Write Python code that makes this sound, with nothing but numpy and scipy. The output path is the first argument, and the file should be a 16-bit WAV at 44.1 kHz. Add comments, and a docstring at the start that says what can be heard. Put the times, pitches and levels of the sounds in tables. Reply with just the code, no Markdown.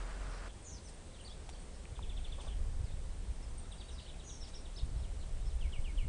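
"""Trees around a nest: small birds give thin glides, warbles, buzzy falling calls, trills, slurs and high seeps.
Bird notes are near sines on pitch curves, with scattered echoes from the trees.
Wind (low noise and pressure dips) buffets the microphone over a steady coloured-noise hiss.
Twigs tick (noise puffs) and wood knocks (damped sines) now and then.
A distant traffic roar (noise) with a low drone (wavering sine) fills the first half second and stops abruptly."""
import sys
import numpy as np
from scipy import signal
from scipy.fft import rfft, irfft
from scipy.io import wavfile
from scipy.ndimage import uniform_filter1d

SR = 44100
rng = np.random.default_rng(int(sys.argv[2]) if len(sys.argv) > 2 else 0)


def voltage_ratio(level):
    """Linear amplitude factor for a level in decibels (scalar or array-like)."""
    return 10 ** (np.asarray(level, float) / 20)


def bounce(signal):
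    """Save signal as a 16-bit WAV file at the path given by the first command-line argument."""
    frames = np.transpose(np.atleast_2d(signal))
    limited = np.clip(frames, -1, 1)
    pcm = np.round(limited * 32767).astype(np.int16)
    wavfile.write(sys.argv[1], SR, pcm)


N = 268172  # samples


def evened(x):
    """Scales to rms 1."""
    return x / np.sqrt(np.mean(x ** 2) + 1e-20)


def add(mix, start_s, sound):
    """Adds a sound into the mix in place, clipped at the mix's end."""
    part = mix[round(start_s * SR):][:len(sound)]
    part += sound[:len(part)]


def wander(count, hz):
    """Random curve of rms about 1: straight lines between hz random knots a second, 500 at most."""
    knots = rng.standard_normal(int(count * 500 / SR) + 9)
    return np.interp(np.arange(count) * min(hz, 500) / SR, np.arange(len(knots)), knots)


def noise(spectrum, size, patchy_db):
    """Noise of rms 1 from random short-time spectra of a given colour, with drifting patches."""
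    hz = np.fft.rfftfreq(size, 1 / SR)
    frames = N // (size // 4) + 5
    real, imag, patches = rng.standard_normal((frames, len(hz), 3)).T
    patches = uniform_filter1d(patches, size=10, axis=0)  # across frequency
    patches = evened(uniform_filter1d(patches, size=8, axis=1))  # across time
    point_hz, point_db = np.transpose(spectrum)
    colour_db = np.interp(np.log(hz + 1), np.log(point_hz + 1), point_db, left=-90, right=-90)
    spectra = (real + 1j * imag) * voltage_ratio(colour_db[:, None] + patchy_db * patches)
    return evened(signal.istft(spectra, nperseg=size, noverlap=size - size // 4)[1][:N])


# Hiss colour. Each row: frequency in Hz, relative density in dB per Hz.
HISS_COLOUR = [(90, -12.5), (150, -1), (250, -8), (500, -9), (800, -13.5), (1300, -19), (2500, -22),
               (3500, -22), (5000, -24.5), (7000, -25), (7700, -21), (8900, -21), (9700, -26),
               (10400, -34.5), (11200, -57)]


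def hiss():
    """Steady coloured noise, its level almost still."""
    level_db = -56.5 + 0.043 * wander(N, 2.6)
    return voltage_ratio(level_db) * noise(HISS_COLOUR, size=1024, patchy_db=0.66)


# Wind level curves. Each row: time in seconds, deep buffet level in dB, upper buffet level in dB.
GUSTS = [(0, -44.5, -51), (.5, -52, -52.5), (1.0, -53, -54.5), (1.45, -45, -56), (1.8, -52, -58),
         (2.1, -40, -52), (2.38, -44.5, -52.5), (2.55, -36, -45.5), (2.96, -41, -46.5), (3.12, -41, -53),
         (3.45, -42.5, -48.5), (3.8, -47, -57.5), (4.12, -46.5, -48.5), (4.45, -45, -56),
         (4.74, -46.5, -54), (4.86, -41, -47.5), (5.4, -37, -46.5), (5.65, -39, -50.5), (5.95, -36, -53),
         (6.07, -32.5, -36)]
# Colours of the two layers. Each row: frequency in Hz, relative density in dB per Hz.
DEEP_COLOUR = [(8, -25), (22, 2.5), (45, -6.5), (70, -9), (120, -42)]
UPPER_COLOUR = [(35, 0.5), (65, 1), (100, -4.5), (160, -15), (300, -30), (600, -66)]


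def buffets():
    """Lumpy low pressure swings at the microphone: two noise layers lifted by the same eddies."""
    s, deep_db, upper_db = np.transpose(GUSTS)
    t = np.arange(N) / SR
    eddies = wander(N, 24)
    deep = voltage_ratio(np.interp(t, s, deep_db) + 2.5 * eddies) * noise(DEEP_COLOUR, size=8192, patchy_db=0.5)
    upper = voltage_ratio(np.interp(t, s, upper_db) + 2.0 * eddies) * noise(UPPER_COLOUR, size=4096, patchy_db=1)
    return deep + upper


# Sudden wind puffs. Each row: start in seconds, depth of the dip in dB.
PUFFS = [(1.918, -39), (2.679, -37), (2.801, -33), (2.835, -29), (2.932, -31.5), (4.826, -33),
         (4.954, -31.5), (5.782, -33), (6.048, -32)]
PUFF_HALF_WIDTH_S = 0.0029


def puffs():
    """Puffs that suck at the capsule: one pressure dip between two positive shoulders."""
    out = np.zeros(N)
    u = np.arange(SR // 20) / SR / PUFF_HALF_WIDTH_S - 3
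    dip = (u ** 2 - 1) * np.exp(-.5 * u ** 2)
    for start_s, db in PUFFS:
        add(out, start_s, voltage_ratio(db) * dip)
    return out


# Traffic roar colour. Each row: frequency in Hz, relative density in dB per Hz.
ROAR_COLOUR = [(90, -32), (150, -3), (200, -5.5), (500, -2), (880, -4), (1400, -1), (1900, -7.5),
               (3200, -15.5), (9000, -22), (11000, -42)]
ROAR_END_S, DRONE_END_S = 0.488, 0.528
DRONE_HZ = 43.13  # mean


def traffic():
    """A grainy noise roar and a drone, a sine wavering in pitch and level, that end abruptly."""
    t = np.arange(N) / SR
    roar = voltage_ratio(-53 + 0.87 * wander(N, 59.6)) * noise(ROAR_COLOUR, size=1024, patchy_db=0.7)
    turns = np.cumsum(DRONE_HZ * (1 + 0.048 * wander(N, 8.8))) / SR
    drone = voltage_ratio(-39.5 + 2.7 * wander(N, 13.0)) * np.sin(2 * np.pi * turns)
    roar_gate = np.clip((ROAR_END_S - t) / 0.0045, 0, 1)
    drone_gate = np.clip((DRONE_END_S - t) / 0.047, 0, 1)
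    return roar * roar_gate + drone * drone_gate


# Twig ticks and rustles. Each row: start in seconds, rms before rise and decay in dB, band centre in Hz,
# t60 in seconds.
TICKS = [(.883, -53.5, 5000, 0.098), (1.4913, -41, 4770, 0.01), (1.4965, -45.5, 6000, 0.018),
         (2.378, -48.5, 736, 0.16), (2.398, -56, 4500, 0.34), (2.436, -49, 600, 0.088),
         (2.445, -57, 4500, 0.12), (2.468, -48.5, 785, 0.093), (4.472, -54.5, 4970, 0.18),
         (5.293, -51, 7000, .014)]
TICK_WIDTH, TICK_RISE = 1.26, 0.063  # band width / centre; rise / t60


def ticks():
    """Twig ticks and rustles: decaying puffs of noise in a broad band."""
    out, t = np.zeros(N), np.arange(SR // 8) / SR
    hz = np.fft.rfftfreq(len(t), 1 / SR)
    for start_s, db, centre_hz, t60_s in TICKS:
        band = np.exp(-2 * ((hz / centre_hz - 1) / TICK_WIDTH) ** 2)
        puff = evened(irfft(rfft(rng.standard_normal(len(t))) * band, len(t)))
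        rise = np.minimum(t / (TICK_RISE * t60_s), 1)
        add(out, start_s, puff * voltage_ratio(db - 60 * t / t60_s) * rise)
    return out


# Knocks on wood. Each row: start in seconds, level before rise and decay in dB, pitch in Hz.
KNOCKS = [(1.4902, -37.5, 775), (1.8543, -35.5, 2400), (1.9915, -33, 970), (2.4702, -38, 560),
          (5.372, -45, 1770)]
KNOCK_T60_CYCLES = 9.9


def knocks():
    """Knocks on wood: each rings one damped mode, rising over its first cycle."""
    out, t = np.zeros(N), np.arange(SR // 8) / SR
    for start_s, db, mode_hz in KNOCKS:
        cycles = mode_hz * t
        ring = np.sin(2 * np.pi * cycles) * np.minimum(cycles, 1)
        add(out, start_s, voltage_ratio(db - 60 * cycles / KNOCK_T60_CYCLES) * ring)
    return out


ECHO_T60_S, ECHO_RISE_S, ECHO_TURN_HZ = 0.3, 0.011, 4.3


def trees(x):
    """Scattered echoes from trunks and moving leaves: three sparse random tails that take turns."""
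    cells = np.arange(100, SR // 2 - 20, 20)  # one tap per 20 samples
    t = np.arange(SR // 2) / SR
    turn = 2 * np.pi * ECHO_TURN_HZ * np.arange(N) / SR
    out = np.zeros(N)
    for k in range(3):
        place, sign = rng.random((len(cells), 2)).T
        taps = np.zeros(SR // 2)
        taps[cells + (place * 20).astype(int)] = np.sign(sign - .5)
        taps *= voltage_ratio(-60 * t / ECHO_T60_S) * np.minimum(t / ECHO_RISE_S, 1)
        share = np.sqrt(2 / 3) * np.cos(turn + 2 * np.pi * k / 3)  # squares sum to 1
        out += signal.fftconvolve(share * x, taps / np.linalg.norm(taps))[:N]
    return out


THROB_HZ, THROB_STROKE_HZ_PER_DB = 205.7, 22


def note(rows, shake_hz, flutter_db, throb_db=0):
    """A near sine on a curve of (s, Hz, dB), shaky in pitch and level; throb_db pulses level and pitch."""
    s, hz, db = np.transpose(rows)
    t = np.arange(s[0], s[-1], 1 / SR)
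    beat_hz = THROB_HZ * (1 + 0.213 * wander(len(t), 101))
    beat = np.cos(2 * np.pi * np.cumsum(beat_hz) / SR)
    hz = uniform_filter1d(np.interp(t, s, hz), size=100, mode="nearest")
    hz += shake_hz * wander(len(t), 300)
    # pitch stroke lags the level pulse by about a quarter cycle
    hz += THROB_STROKE_HZ_PER_DB * throb_db * np.roll(beat, round(SR / THROB_HZ / 4))
    db = np.interp(t, s, db) + flutter_db * wander(len(t), 200) + throb_db * beat
    edge = np.clip(np.minimum(t - s[0], s[-1] - t) / 0.0015, 0, 1)
    return edge * voltage_ratio(db) * np.sin(2 * np.pi * np.cumsum(hz) / SR)


# High seeps. Each row: time in seconds, peak level before flutter in dB.
SEEPS = [(.6245, -58), (.6494, -60), (.8365, -59), (.852, -59), (.889, -55), (.9428, -59), (1.21, -56.5),
         (1.2356, -57), (1.2544, -59), (1.5963, -58), (1.618, -60), (2.2159, -63), (2.59, -63),
         (2.411, -54.5), (2.427, -61), (2.461, -60.5), (3.5785, -48.5), (3.5924, -55), (3.719, -54),
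         (3.727, -58), (3.889, -57), (3.928, -61), (3.95, -66), (4.6074, -59.5), (4.856, -61), (5.811, -61)]
SEEP_HZ, SEEP_SPREAD_HZ, SEEP_S = 8676, 54, 0.022


def seeps():
    """Short high notes of steady mean pitch, each drawn near one frequency."""
    out = np.zeros(N)
    for s, db in SEEPS:
        hz = SEEP_HZ + SEEP_SPREAD_HZ * rng.standard_normal()
        rows = [(0, hz, db - 5), (0.23 * SEEP_S, hz, db), (SEEP_S, hz, db - 13)]
        add(out, s - .001, note(rows, shake_hz=49.7, flutter_db=0.5))
    return out


def sing(shape, phrase):
    """Repeats one falling note shape at each start and level of a phrase."""
    out = np.zeros(N)
    for start_s, db in phrase:
        add(out, start_s, voltage_ratio(db) * note(shape, shake_hz=16, flutter_db=1.6))
    return out


# Slur note shape. Each row: time after start in seconds, pitch in Hz, level re the phrase's level in dB.
SLUR_NOTE = [(0, 3560, -8), (.008, 3170, -1.5), (.02, 2815, 2), (.027, 2620, -6), (.045, 2320, -6),
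             (.062, 2170, -8), (.075, 2100, -12)]
# Slur phrase. Each row: start in seconds, level in dB.
SLUR_PHRASE = [(5.607, -52.5), (5.722, -50.5), (5.84, -51), (5.972, -50)]


def slurs():
    """A bird slurring down in a slow row of notes."""
    return sing(SLUR_NOTE, SLUR_PHRASE)


# Trill note shapes. Each row: time after start in seconds, pitch in Hz, level re the phrase's level in dB.
FIRST_NOTE = [(0, 4165, -19), (.006, 3580, -3.5), (.011, 3480, -2), (.015, 3095, -6.5), (.02, 2700, -13.5),
              (.028, 2545, -17), (.042, 2120, -20)]
SECOND_NOTE = [(0, 3920, -8), (.004, 3940, -8.5), (.009, 3820, -1.5), (.014, 3470, -2.5),
               (.019, 3000, -6.5), (.025, 2500, -10)]
# Trill phrases. Each row: start in seconds, level in dB.
FIRST_TRILL = [(1.953, -53), (2.022, -49.5), (2.091, -47.5), (2.165, -48), (2.241, -47.5), (2.318, -47),
               (2.395, -48.5), (2.473, -50.5)]
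SECOND_TRILL = [(3.638, -62), (3.712, -52), (3.802, -49.5), (3.885, -51), (3.98, -50), (4.084, -51.5),
                (4.192, -53), (4.29, -52), (4.42, -54), (4.533, -54), (4.648, -54), (4.771, -51)]


def trills():
    """A farther bird: two trills, each repeating its own short falling note."""
    return sing(FIRST_NOTE, FIRST_TRILL) + sing(SECOND_NOTE, SECOND_TRILL)


# Buzzy falling calls. Each row: start in seconds, length in seconds, upper voice first pitch in Hz,
# last pitch in Hz, upper voice peak level before flutter and throb in dB.
BUZZES = [(.29, 0.12, 5640, 5060, -65), (0.637, 0.13, 7030, 5750, -53.5), (3.9, .08, 6010, 4930, -62.5),
          (3.973, .11, 4780, 4090, -63), (4.238, 0.14, 6690, 6190, -53.5), (5.194, .07, 4470, 3070, -65)]
BUZZ_BEND = 1.9  # power of time: the fall in pitch speeds up


def buzzes():
    """Two throbbing voices fall together, the lower one drawing away in pitch and gaining level."""
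    out = np.zeros(N)
    at = np.linspace(0, 1, 12)
    swell_db = np.interp(at, [0, 0.31, 1], [-12.5, 0, -7.5])
    lower_ratio, lower_db = .925 - 0.053 * at, -4 + 3.5 * at  # re the upper voice
    for start_s, length_s, first_hz, last_hz, db in BUZZES:
        hz = first_hz + (last_hz - first_hz) * at ** BUZZ_BEND
        for ratio, voice_db in (1, 0), (lower_ratio, lower_db):
            rows = np.c_[length_s * at, ratio * hz, db + swell_db + voice_db]
            add(out, start_s, note(rows, shake_hz=80, flutter_db=2.5, throb_db=5))
    return out


# One table per warble. Each row: time in seconds, pitch in Hz, level before flutter and throb in dB.
WARBLES = [
    [(1.186, 2650, -66), (1.196, 2960, -60), (1.201, 3340, -56), (1.21, 2950, -55), (1.219, 2750, -62)],
    [(1.246, 3900, -58), (1.253, 4600, -61), (1.27, 4600, -53), (1.28, 3910, -52), (1.291, 3180, -62),
     (1.31, 3330, -57), (1.333, 3870, -59)],
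    [(2.5, 2860, -58), (2.518, 3350, -60), (2.528, 3050, -56.5), (2.54, 2650, -71)],
    [(4.404, 5470, -60), (4.416, 5300, -57), (4.432, 5540, -49.5), (4.448, 4800, -55), (4.462, 4250, -67),
     (4.474, 3450, -59), (4.485, 2800, -64)],
    [(4.54, 4800, -62), (4.55, 5500, -54), (4.56, 5680, -50.5), (4.578, 4920, -61), (4.594, 3570, -70)],
    [(4.758, 3510, -56), (4.77, 5330, -54.5), (4.784, 5320, -55), (4.8, 3730, -49), (4.81, 3650, -59),
     (4.822, 3600, -68)],
]


def warbles():
    """Throbbing notes that turn in pitch."""
    out = np.zeros(N)
    for rows in WARBLES:
        add(out, rows[0][0], note(rows, shake_hz=55, flutter_db=2.5, throb_db=2.5))
    return out


# Short gliding whistles. Each row: start in seconds, length in seconds, first pitch in Hz, last pitch in Hz,
# peak level before flutter and throb in dB.
GLIDES = [(.338, .012, 4250, 4050, -60), (0.484, 0.028, 3680, 3050, -61), (0.703, .014, 3700, 3870, -70),
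          (.756, 0.022, 5300, 4650, -61), (0.776, 0.016, 4700, 3700, -60), (0.842, 0.031, 6220, 5850, -61),
          (0.868, .02, 5750, 5000, -57.5), (1.134, .038, 4150, 2980, -63), (1.274, 0.016, 4660, 4170, -63),
          (1.295, .026, 5630, 4600, -62), (1.506, .011, 5700, 5600, -62), (1.524, 0.02, 4600, 4500, -60),
          (1.542, 0.028, 3030, 3500, -62.5), (1.737, .03, 5140, 5400, -66), (2.268, .025, 4200, 4450, -63),
          (2.84, 0.059, 5300, 3490, -65), (2.907, 0.032, 3490, 3850, -64), (3.42, .038, 5550, 4900, -64),
          (3.78, 0.044, 4720, 4500, -62), (3.826, .06, 4450, 4600, -67), (4.06, 0.011, 2960, 3040, -55.5),
          (4.068, 0.026, 3220, 3670, -60), (4.098, .012, 3100, 3020, -57), (4.138, 0.011, 2500, 2510, -60),
          (4.403, .022, 5830, 5560, -57), (4.74, .02, 6150, 6170, -61), (4.955, .019, 3710, 4320, -65),
          (4.977, 0.038, 5200, 5450, -67), (4.981, .03, 3750, 2850, -67), (5.023, 0.0196, 4300, 3500, -63),
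          (5.039, .018, 3580, 2730, -58.5), (5.227, .016, 3200, 3080, -64), (5.41, 0.032, 3650, 3850, -67),
          (5.458, 0.03, 5260, 5300, -62.5), (5.496, 0.038, 4200, 2740, -64)]


def glides():
    """Thin throbbing whistles on a straight glide, loudest just past the middle."""
    out = np.zeros(N)
    at = np.array([0, .55, 1])
    for start_s, length_s, first_hz, last_hz, db in GLIDES:
        hz = first_hz + (last_hz - first_hz) * at
        rows = np.c_[length_s * at, hz, db + np.array([-4, 0, -4])]
        add(out, start_s, note(rows, shake_hz=55.3, flutter_db=2.0, throb_db=5.0))
    return out


NEAR_ECHO_DB, FAR_ECHO_DB, SLUR_ECHO_DB = -6.5, -3.5, -6.5


def birds():
    """A near warbler and seeps, a farther triller and a slurring bird, each with its share of echo."""
    near = seeps() + buzzes() + warbles() + glides()
    far, slurred = trills(), slurs()
    echo_send = voltage_ratio(NEAR_ECHO_DB) * near + voltage_ratio(FAR_ECHO_DB) * far + voltage_ratio(SLUR_ECHO_DB) * slurred
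    return near + far + slurred + trees(echo_send)


def scene():
    """Birds with their echoes over hiss, wind, traffic, ticks and knocks; one channel."""
    wind = buffets() + puffs()
    return (hiss() + wind + traffic() + ticks() + knocks() + birds())[None]


def band_limit(x):
    """A steep low-pass at the top of the band."""
    return signal.sosfilt(signal.butter(12, 11130, fs=SR, output="sos"), x)


def record(dry):
    """Limits the band with a steep linear-phase low-pass at 10950 Hz."""
    edge = signal.firwin(255, 10950, window=("kaiser", 8), fs=SR)
    mix = signal.oaconvolve(dry, edge[None], "same")
    return band_limit(mix)


dry = scene()
out = record(dry)
bounce(out)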